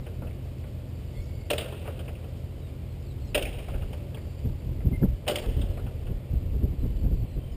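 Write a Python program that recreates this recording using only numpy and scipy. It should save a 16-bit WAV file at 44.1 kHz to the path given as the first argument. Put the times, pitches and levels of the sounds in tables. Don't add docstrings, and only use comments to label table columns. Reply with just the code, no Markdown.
import sys
import numpy as np
from scipy import signal
from scipy.fft import rfft, irfft, next_fast_len
from scipy.io import wavfile
from scipy.ndimage import uniform_filter1d

SR = 44100
rng = np.random.default_rng(int(sys.argv[2]) if len(sys.argv) > 2 else 0)


def gain_from_db(level_db):
    decades = np.asarray(level_db, float) / 20
    return 10 ** decades


def unload_audio(sound):
    columns = np.transpose(np.atleast_2d(sound))
    steps = np.round(np.clip(columns, -1, 1) * 32767)
    wavfile.write(sys.argv[1], SR, steps.astype(np.int16))


N = 333389

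# pitch_hz, level_db, t60_s
COWLING = [(360.6, -15.5, 0.91), (455, -10.5, 0.38), (593.6, 9, 0.21), (633, -16, 0.38)]


def engine():
    out = np.zeros(N)
    ms = np.arange(1500) / SR * 1000
    hardest_db = max(row[1] for row in CLANKS)
    for s, db, hz, low_db, middle_db, top_db, chatter_ms in blows():
        softer_db = hardest_db - db
        u = ms / chatter_ms
        chatter = rng.standard_normal(len(u)) * u * np.exp(-u)
        crankcase = crowd(hz - 130, 429 - 9 * softer_db, 0.012)
        low = crowd(545, 106, 0.068)
        middle = crowd(1330, 270, 0.034)
        top = crowd(5000, 700, 0.029)
        parts = [(crankcase, 0),
                 (low, low_db - 7.5),
                 (middle, middle_db - 0.5 - 0.24 * softer_db),
                 (top, top_db + 11 - 0.4 * softer_db)]
        for modes, rel_db in parts:
            add(out, s - 0.003, gain_from_db(db + rel_db) * ring(modes, chatter))
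        cowling_db = db + low_db - 4.5 - 0.59 * softer_db
        add(out, s + 0.00412, gain_from_db(cowling_db) * ring(COWLING, np.ones(1)))
    return out


# start_s, peak_db, crankcase_hz, echo_db (added to the first echo's level)
CLANKS = [
    (1.504, -17, 3236, -3),
    (3.3478, -15.5, 3006, -6),
    (5.2799, -16, 3184, -2),
]
# delay_s, level_db (re clank), pitch_ratio, low_db and middle_db (re
CLANK_PARTS = [
    (0, -2, 1.0, 0.5, -13),
    (.031, -7.5, 0.94, -8, -13),
    (.0785, -2, .97, -4.5, -17),
    (.1065, -12.5, 0.9, -5.5, -25),
]
# start_s,
# peak_db, crankcase_hz, body_db (re peak)
KNOCKS = [(0.0648, -42.5, 2750, 11), (0.2209, -49, 2360, 22.5), (0.2713, -46.5, 2900, 10),
          (0.3107, -49, 2340, -13), (0.6389, -52.5, 2460, 17), (1.6244, -38, 2980, 8.5),
          (1.6596, -41.5, 3070, 14.5), (1.7255, -51, 3020, 24), (1.8562, -44.5, 2370, 17),
          (1.8771, -40, 2780, 16), (1.9929, -40, 3050, 9.5), (2.0807, -41, 2780, 9),
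          (2.1545, -43, 2820, -24), (2.2433, -48, 3080, 12), (3.5279, -44, 3040, -3),
          (3.5872, -38.5, 2870, 5), (3.6845, -44.5, 2470, 14.5), (3.7394, -47.5, 2630, 20),
          (3.8222, -43.5, 3040, 11.5), (3.931, -38, 2880, 7), (4.1465, -37.5, 3140, 4),
          (4.1694, -42, 2080, 8.5), (4.8055, -50, 2350, 14), (5.2684, -37.5, 2860, 14.5),
          (5.4394, -45.5, 3100, 18.5), (5.4904, -49, 2690, -4), (5.6161, -36.5, 3400, 3.5),
          (5.7743, -48.5, 2640, 21), (5.8666, -44, 2920, 12.5), (6.0696, -45.5, 2970, 10)]


def blows():
    rows = []
    for s, db, hz, echo_db in CLANKS:
        for k, (delay, rel_db, ratio, low_db, middle_db) in enumerate(CLANK_PARTS):
            part_db = db + rel_db + echo_db * (k == 2)
            chatter_ms = 1.53 if k else 3.1
            rows.append((s + delay, part_db, hz * ratio, low_db, middle_db, -22, chatter_ms))
    for s, db, hz, body_db in KNOCKS:
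        rows.append((s, db, hz, body_db, body_db - 10, -18, 3.2))
    return rows


def crowd(hz, spread_hz, t60, count=30):
    place = np.linspace(-2.05, 2.13, count) + rng.uniform(-0.13, 0.12, count)
    return np.c_[hz + spread_hz * place, -4.3 * place ** 2, t60 * rng.uniform(0.6, 1.4, count)]


def ring(modes, chatter):
    hz, db, t60 = np.transpose(modes)[:, :, None]
    t = np.arange(round(t60.max() * SR)) / SR
    decaying = gain_from_db(db - 60 * t / t60) * np.sin(2 * np.pi * hz * t)
    response = decaying.sum(0) * (1 - np.exp(-(t / 0.0012) ** 2))
    out = signal.fftconvolve(response, chatter)
    return out / abs(out).max()


# pitch_hz, t60_s
NEAR_DECAY = [(300, 0.17), (1200, 0.1), (3000, 0.13), (5500, 0.29)]
FAR_DECAY = [(250, 2.9), (500, 3.5), (1000, 1.7), (2800, 1.64), (5500, 2.4)]
# pitch_hz, level_db
RETURN_COLOUR = [(250, 0), (450, 11.5), (850, -5), (1300, 5), (2400, 0.5), (3700, -1), (5000, -1.5)]


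def apron(x):
    frame = dict(nperseg=256, noverlap=192)
    hz, t, z = signal.stft(x, SR, **frame)
    power = uniform_filter1d(abs(z) ** 2, size=3, axis=0)
    back = 0
    for decays, db in ((NEAR_DECAY, -4.5), (FAR_DECAY, -10.5)):
        keep = 1e-6 ** ((t[1] - t[0]) / read(decays, hz))
        echoes = [signal.lfilter([0, 0, 1 - k], [1, -k], p) for k, p in zip(keep, power)]
        back = back + gain_from_db(db) ** 2 * np.array(echoes)
    ragged = rng.standard_normal(N) * gain_from_db(1.84 * wander(54.0))
    noise = signal.stft(ragged, SR, **frame)[2]
    noise = gain_from_db(read(RETURN_COLOUR, hz))[:, None] * noise / np.sqrt(np.mean(abs(noise) ** 2))
    return x + signal.istft(noise * np.sqrt(abs(back)), SR, **frame)[1][:N]


# start_s, length_s, rumble_db, buffet_db (re rumble)
GUSTS = [(0, 0.052, -44, -5), (0.197, 0.096, -38, -7), (1.19, 0.033, -37.5, -27),
         (1.313, 0.082, -39.5, -21), (3.22, 0.39, -36, -17), (3.71, 0.15, -32.5, -10.5),
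         (4.23, 0.047, -45, -3), (4.452, 0.075, -29.5, -18), (4.668, 0.12, -29.5, -12),
         (4.83, 0.3, -28.5, -15), (5.424, 0.13, -34, -11), (5.548, 0.17, -30, -18), (5.79, .4, -33.5, -17),
         (6.314, 0.3, -29, -12), (6.69, 0.037, -29.5, -9), (6.793, 0.44, -28.5, -13.5),
         (7.25, 0.38, -36, -25)]
# pitch_hz, level_db (per Hz)
RUMBLE = [(12, -26), (28, 6), (45, 4), (80, 1.5), (130, -9), (300, -87)]
BUFFET = [(60, -12.5), (120, 2), (250, -6.5), (450, -15), (1200, -47), (2500, -99)]


def wind():
    rise_s, fall_s = 0.02, 0.03
    rumble = bursts([row[:3] for row in GUSTS], -52, rise_s, fall_s)
    buffet_rows = [(s, length, db + rel_db) for s, length, db, rel_db in GUSTS]
    buffet = bursts(buffet_rows, -50, rise_s, fall_s)
    wakes = [(s, 0.022, db - 13 + 0.5429 * (edge_db + 32.5)) for s, db, hz, edge_db in EDDIES]
    buffet = np.hypot(buffet, bursts(wakes, calm_db=-90, rise_s=0.0074, fall_s=0.012))
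    out = rumble * gain_from_db(0.68 * wander(38.5)) * coloured(RUMBLE)
    out += buffet * gain_from_db(0.53 * wander(33.0)) * coloured([*BUFFET, (5000, -110)])
    return out + eddies()


# start_s, peak_db, pitch_hz, edge_db (re peak)
EDDIES = [(4.453, -21.5, 89, -29.5), (4.488, -21.5, 62.7, -34), (4.695, -18, 62, -43),
          (4.852, -15, 130, -49), (4.862, -9, 72, -46.5), (4.918, -18, 59, -31), (5.025, -12.5, 149, -21.5),
          (5.04, -13, 194, -33), (5.062, -33, 153, -44), (5.469, -20.5, 50.3, -31), (5.494, -27, 51.1, -39),
          (5.564, -17, 78, -49), (5.579, -22, 74, -34.5), (5.62, -30.5, 71, -18.5), (5.839, -30, 87.6, -31),
          (6.103, -19.5, 64.6, -31), (6.336, -18, 130, -40), (6.349, -16, 50.3, -71),
          (6.538, -17, 51.1, -35), (6.62, -22.5, 86.1, -29), (6.635, -10.5, 75, -41), (6.805, -33, 68, -32),
          (6.836, -16, 51.3, -33), (7.04, -13.5, 49, -36), (7.06, -18, 70.4, -37),
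          (7.117, -15.5, 52.6, -36), (7.224, -18.5, 93.4, -55), (7.367, -22, 51.1, -31.5)]


def eddies():
    out = np.zeros(N)
    edge_filter = signal.butter(5, [400, 1750], "bandpass", fs=SR)
    for s, db, hz, edge_db in EDDIES:
        t = np.arange(round(2.2 * SR / hz)) / SR
        turns = hz * (t - t[-1] / 2) + rng.uniform(-0.31, 0.19)
        wave = np.hanning(len(t)) * -np.cos(2 * np.pi * turns)
        edge = signal.lfilter(*edge_filter, rng.standard_normal(600)) * np.hanning(600)
        add(out, s - 0.006, gain_from_db(db - 2.5) * wave)
        add(out, s + 0.00098, gain_from_db(db + edge_db) * edge / abs(edge).max())
    return out


# start_s, length_s, start_hz, end_hz, level_db
WHISTLES = [(.025, 0.05, 4150, 3350, -64), (1.13, 0.07, 2000, 2010, -63), (1.135, 0.11, 2090, 2230, -60.5),
            (1.15, .07, 3380, 3480, -65), (1.158, 0.075, 4350, 4320, -64), (2.61, .075, 3950, 3680, -66),
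            (2.885, .055, 4300, 4170, -68), (3.205, .11, 4350, 4100, -65),
            (4.927, 0.047, 2110, 2090, -49.5), (4.99, .035, 2110, 2130, -61), (5.385, .06, 4850, 4400, -60),
            (5.66, 0.18, 4300, 4100, -69.5), (6.79, 0.055, 4250, 3950, -67), (7.26, .12, 4230, 4050, -69),
            (7.295, .03, 5800, 5650, -70), (7.505, .045, 5400, 4900, -67)]
# start_s, length_s, start_hz, end_hz, level_db
TRILLS = [
    (1.2, 0.069, 5400, 5450, -62),
    (1.201, .065, 4950, 5000, -65),
    (1.25, 0.24, 2290, 2130, -62.5),
    (2.985, 0.165, 5700, 3600, -58.5),
    (3.236, .092, 6100, 4400, -57),
    (5.55, .08, 4200, 4150, -69),
    (6.82, 0.18, 2930, 2970, -64),
    (6.93, .12, 4700, 4250, -67),
    (7.12, 0.14, 4750, 4250, -66.5),
    (7.38, 0.18, 3200, 3030, -62.5),
]


def birds():
    out = np.zeros(N)
    notes = [(*row, 0) for row in WHISTLES] + [(*row, 47.6) for row in TRILLS]
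    for s, length, start_hz, end_hz, db, trill in notes:
        t = np.arange(round(length * SR)) / SR
        hz = end_hz + (start_hz - end_hz) * (1 - t / length) ** 1.25
        shape = signal.windows.tukey(len(t), 0.4) * (1 - 0.84 * np.sin(np.pi * trill * t) ** 2)
        swell = gain_from_db(db + 0.005 * (end_hz - hz))
        blur = evened(uniform_filter1d(rng.standard_normal(len(t)), size=250))
        turns = np.cumsum(hz * (1 + 0.007 * blur)) / SR
        add(out, s, np.sqrt(2) * swell * shape * np.sin(2 * np.pi * turns))
    return out * gain_from_db(2.7 * wander(68.0))


# start_s, length_s, level_db
FLOCK = [
    (.95, 0.21, -71),
    (1.2, .12, -86),
    (1.32, 0.33, -68),
    (4.22, 0.37, -69.5),
    (6.92, 0.21, -76),
]


def flock():
    gain = bursts(FLOCK, calm_db=-76.5, rise_s=0.094, fall_s=0.094)
    twitter = coloured([(4100, -61), (4450, -1.0), (4950, -4.0), (5300, -32)])
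    return gain * gain_from_db(1.9 * wander(31.0)) * twitter


# time_s, shaft_hz, level_db
FLYBY = [
    (0, 27.02, -44),
    (2, 25.62, -45.5),
    (4, 24.2, -44.5),
    (7.6, 23.59, -52),
]
# order, level_db
FLYBY_ORDERS = [(2, 0), (3, 1.5), (4, -3)]


def aircraft():
    hz, db = along(FLYBY)
    return gain_from_db(db) * drone(hz, FLYBY_ORDERS, 0.002, 2.2)


# order, level_db
GENERATOR_ORDERS = [(2, -43), (3, -43.5), (4, -56), (5, -59), (6, -59), (8, -62)]


def generator():
    return drone(43.05, GENERATOR_ORDERS, 0.0015, 1.5)


def drone(hz, orders, waver, flutter_db):
    turns = np.cumsum(hz * (1 + waver * wander(1.0))) / SR
    out = np.zeros(N)
    for k, db in orders:
        sine = np.sqrt(2) * np.sin(2 * np.pi * (k * turns + rng.random()))
        out += gain_from_db(db + flutter_db * wander(12.6)) * sine
    return out


# pitch_hz, level_db (per Hz)
AIR = [(15, -55), (30, -28.5), (65, -2.5), (114, -5.5), (171, -14), (291, -17), (578, -18), (744, -28),
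       (1550, -40.5), (2240, -35.5), (3010, -35.5), (4870, -50.5), (5990, -89), (7790, -90)]


def air():
    patches = rng.standard_normal((513, N // 256 + 5))
    patches = uniform_filter1d(patches, 10, 0)
    patches = evened(uniform_filter1d(patches, 16, 1))
    z = signal.stft(coloured(AIR), nperseg=1024, noverlap=768)[2]
    z = z * gain_from_db(0.63 * patches[:, :z.shape[1]])
    return gain_from_db(-43.5) * signal.istft(z, nperseg=1024, noverlap=768)[1][:N]


def evened(x):
    return x / np.sqrt(np.mean(x ** 2) + 1e-20)


def read(points, hz):
    f, value = np.transpose(points)
    return np.interp(np.log(hz + 1), np.log(f + 1), value)


def along(rows):
    s, *columns = np.transpose(rows)
    return [np.interp(np.arange(N) / SR, s, c) for c in columns]


def add(mix, s, sound):
    part = mix[round(s * SR):][:len(sound)]
    part += sound[:len(part)]


def coloured(points):
    size = next_fast_len(N)
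    gain = gain_from_db(read(points, np.fft.rfftfreq(size, 1 / SR)))
    return evened(irfft(rfft(rng.standard_normal(size)) * gain, size)[:N])


def wander(hz):
    return coloured([(0, 0), (hz, 0), (2 * hz, -40)])


def bursts(rows, calm_db, rise_s, fall_s):
    t = np.arange(N) / SR
    power = gain_from_db(calm_db) ** 2
    for s, length, db in rows:
        before = np.maximum((s - t) / rise_s, 0)
        after = np.maximum((t - s - length) / fall_s, 0)
        power = power + gain_from_db(db) ** 2 * np.exp(-2 * before ** 2 - 2 * after ** 2)
    return np.sqrt(power)


def scene():
    mix = apron(engine()) + wind() + birds() + flock() + aircraft() + generator() + air()
    return mix[None]


def band_limit(x):
    return signal.sosfilt(signal.butter(12, 16490, fs=SR, output="sos"), x)


def record(dry):
    longer = np.pad(dry, ((0, 0), (0, 588)), "reflect")
    smooth = signal.oaconvolve(longer, signal.firwin(63, 5960, fs=SR)[None], "same")
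    sampled = signal.resample_poly(smooth, 40, 147, axis=1, window=("kaiser", 8))
    held = np.repeat(sampled, 4, axis=1)
    back = signal.resample_poly(held, 147, 160, axis=1)[:, 1:]
    treble_edge = signal.firwin(255, 15400, window=("kaiser", 9), fs=SR)
    finished = signal.oaconvolve(back, treble_edge[None], "same")[:, :N]
    return band_limit(finished)


dry = scene()
out = record(dry)
unload_audio(out)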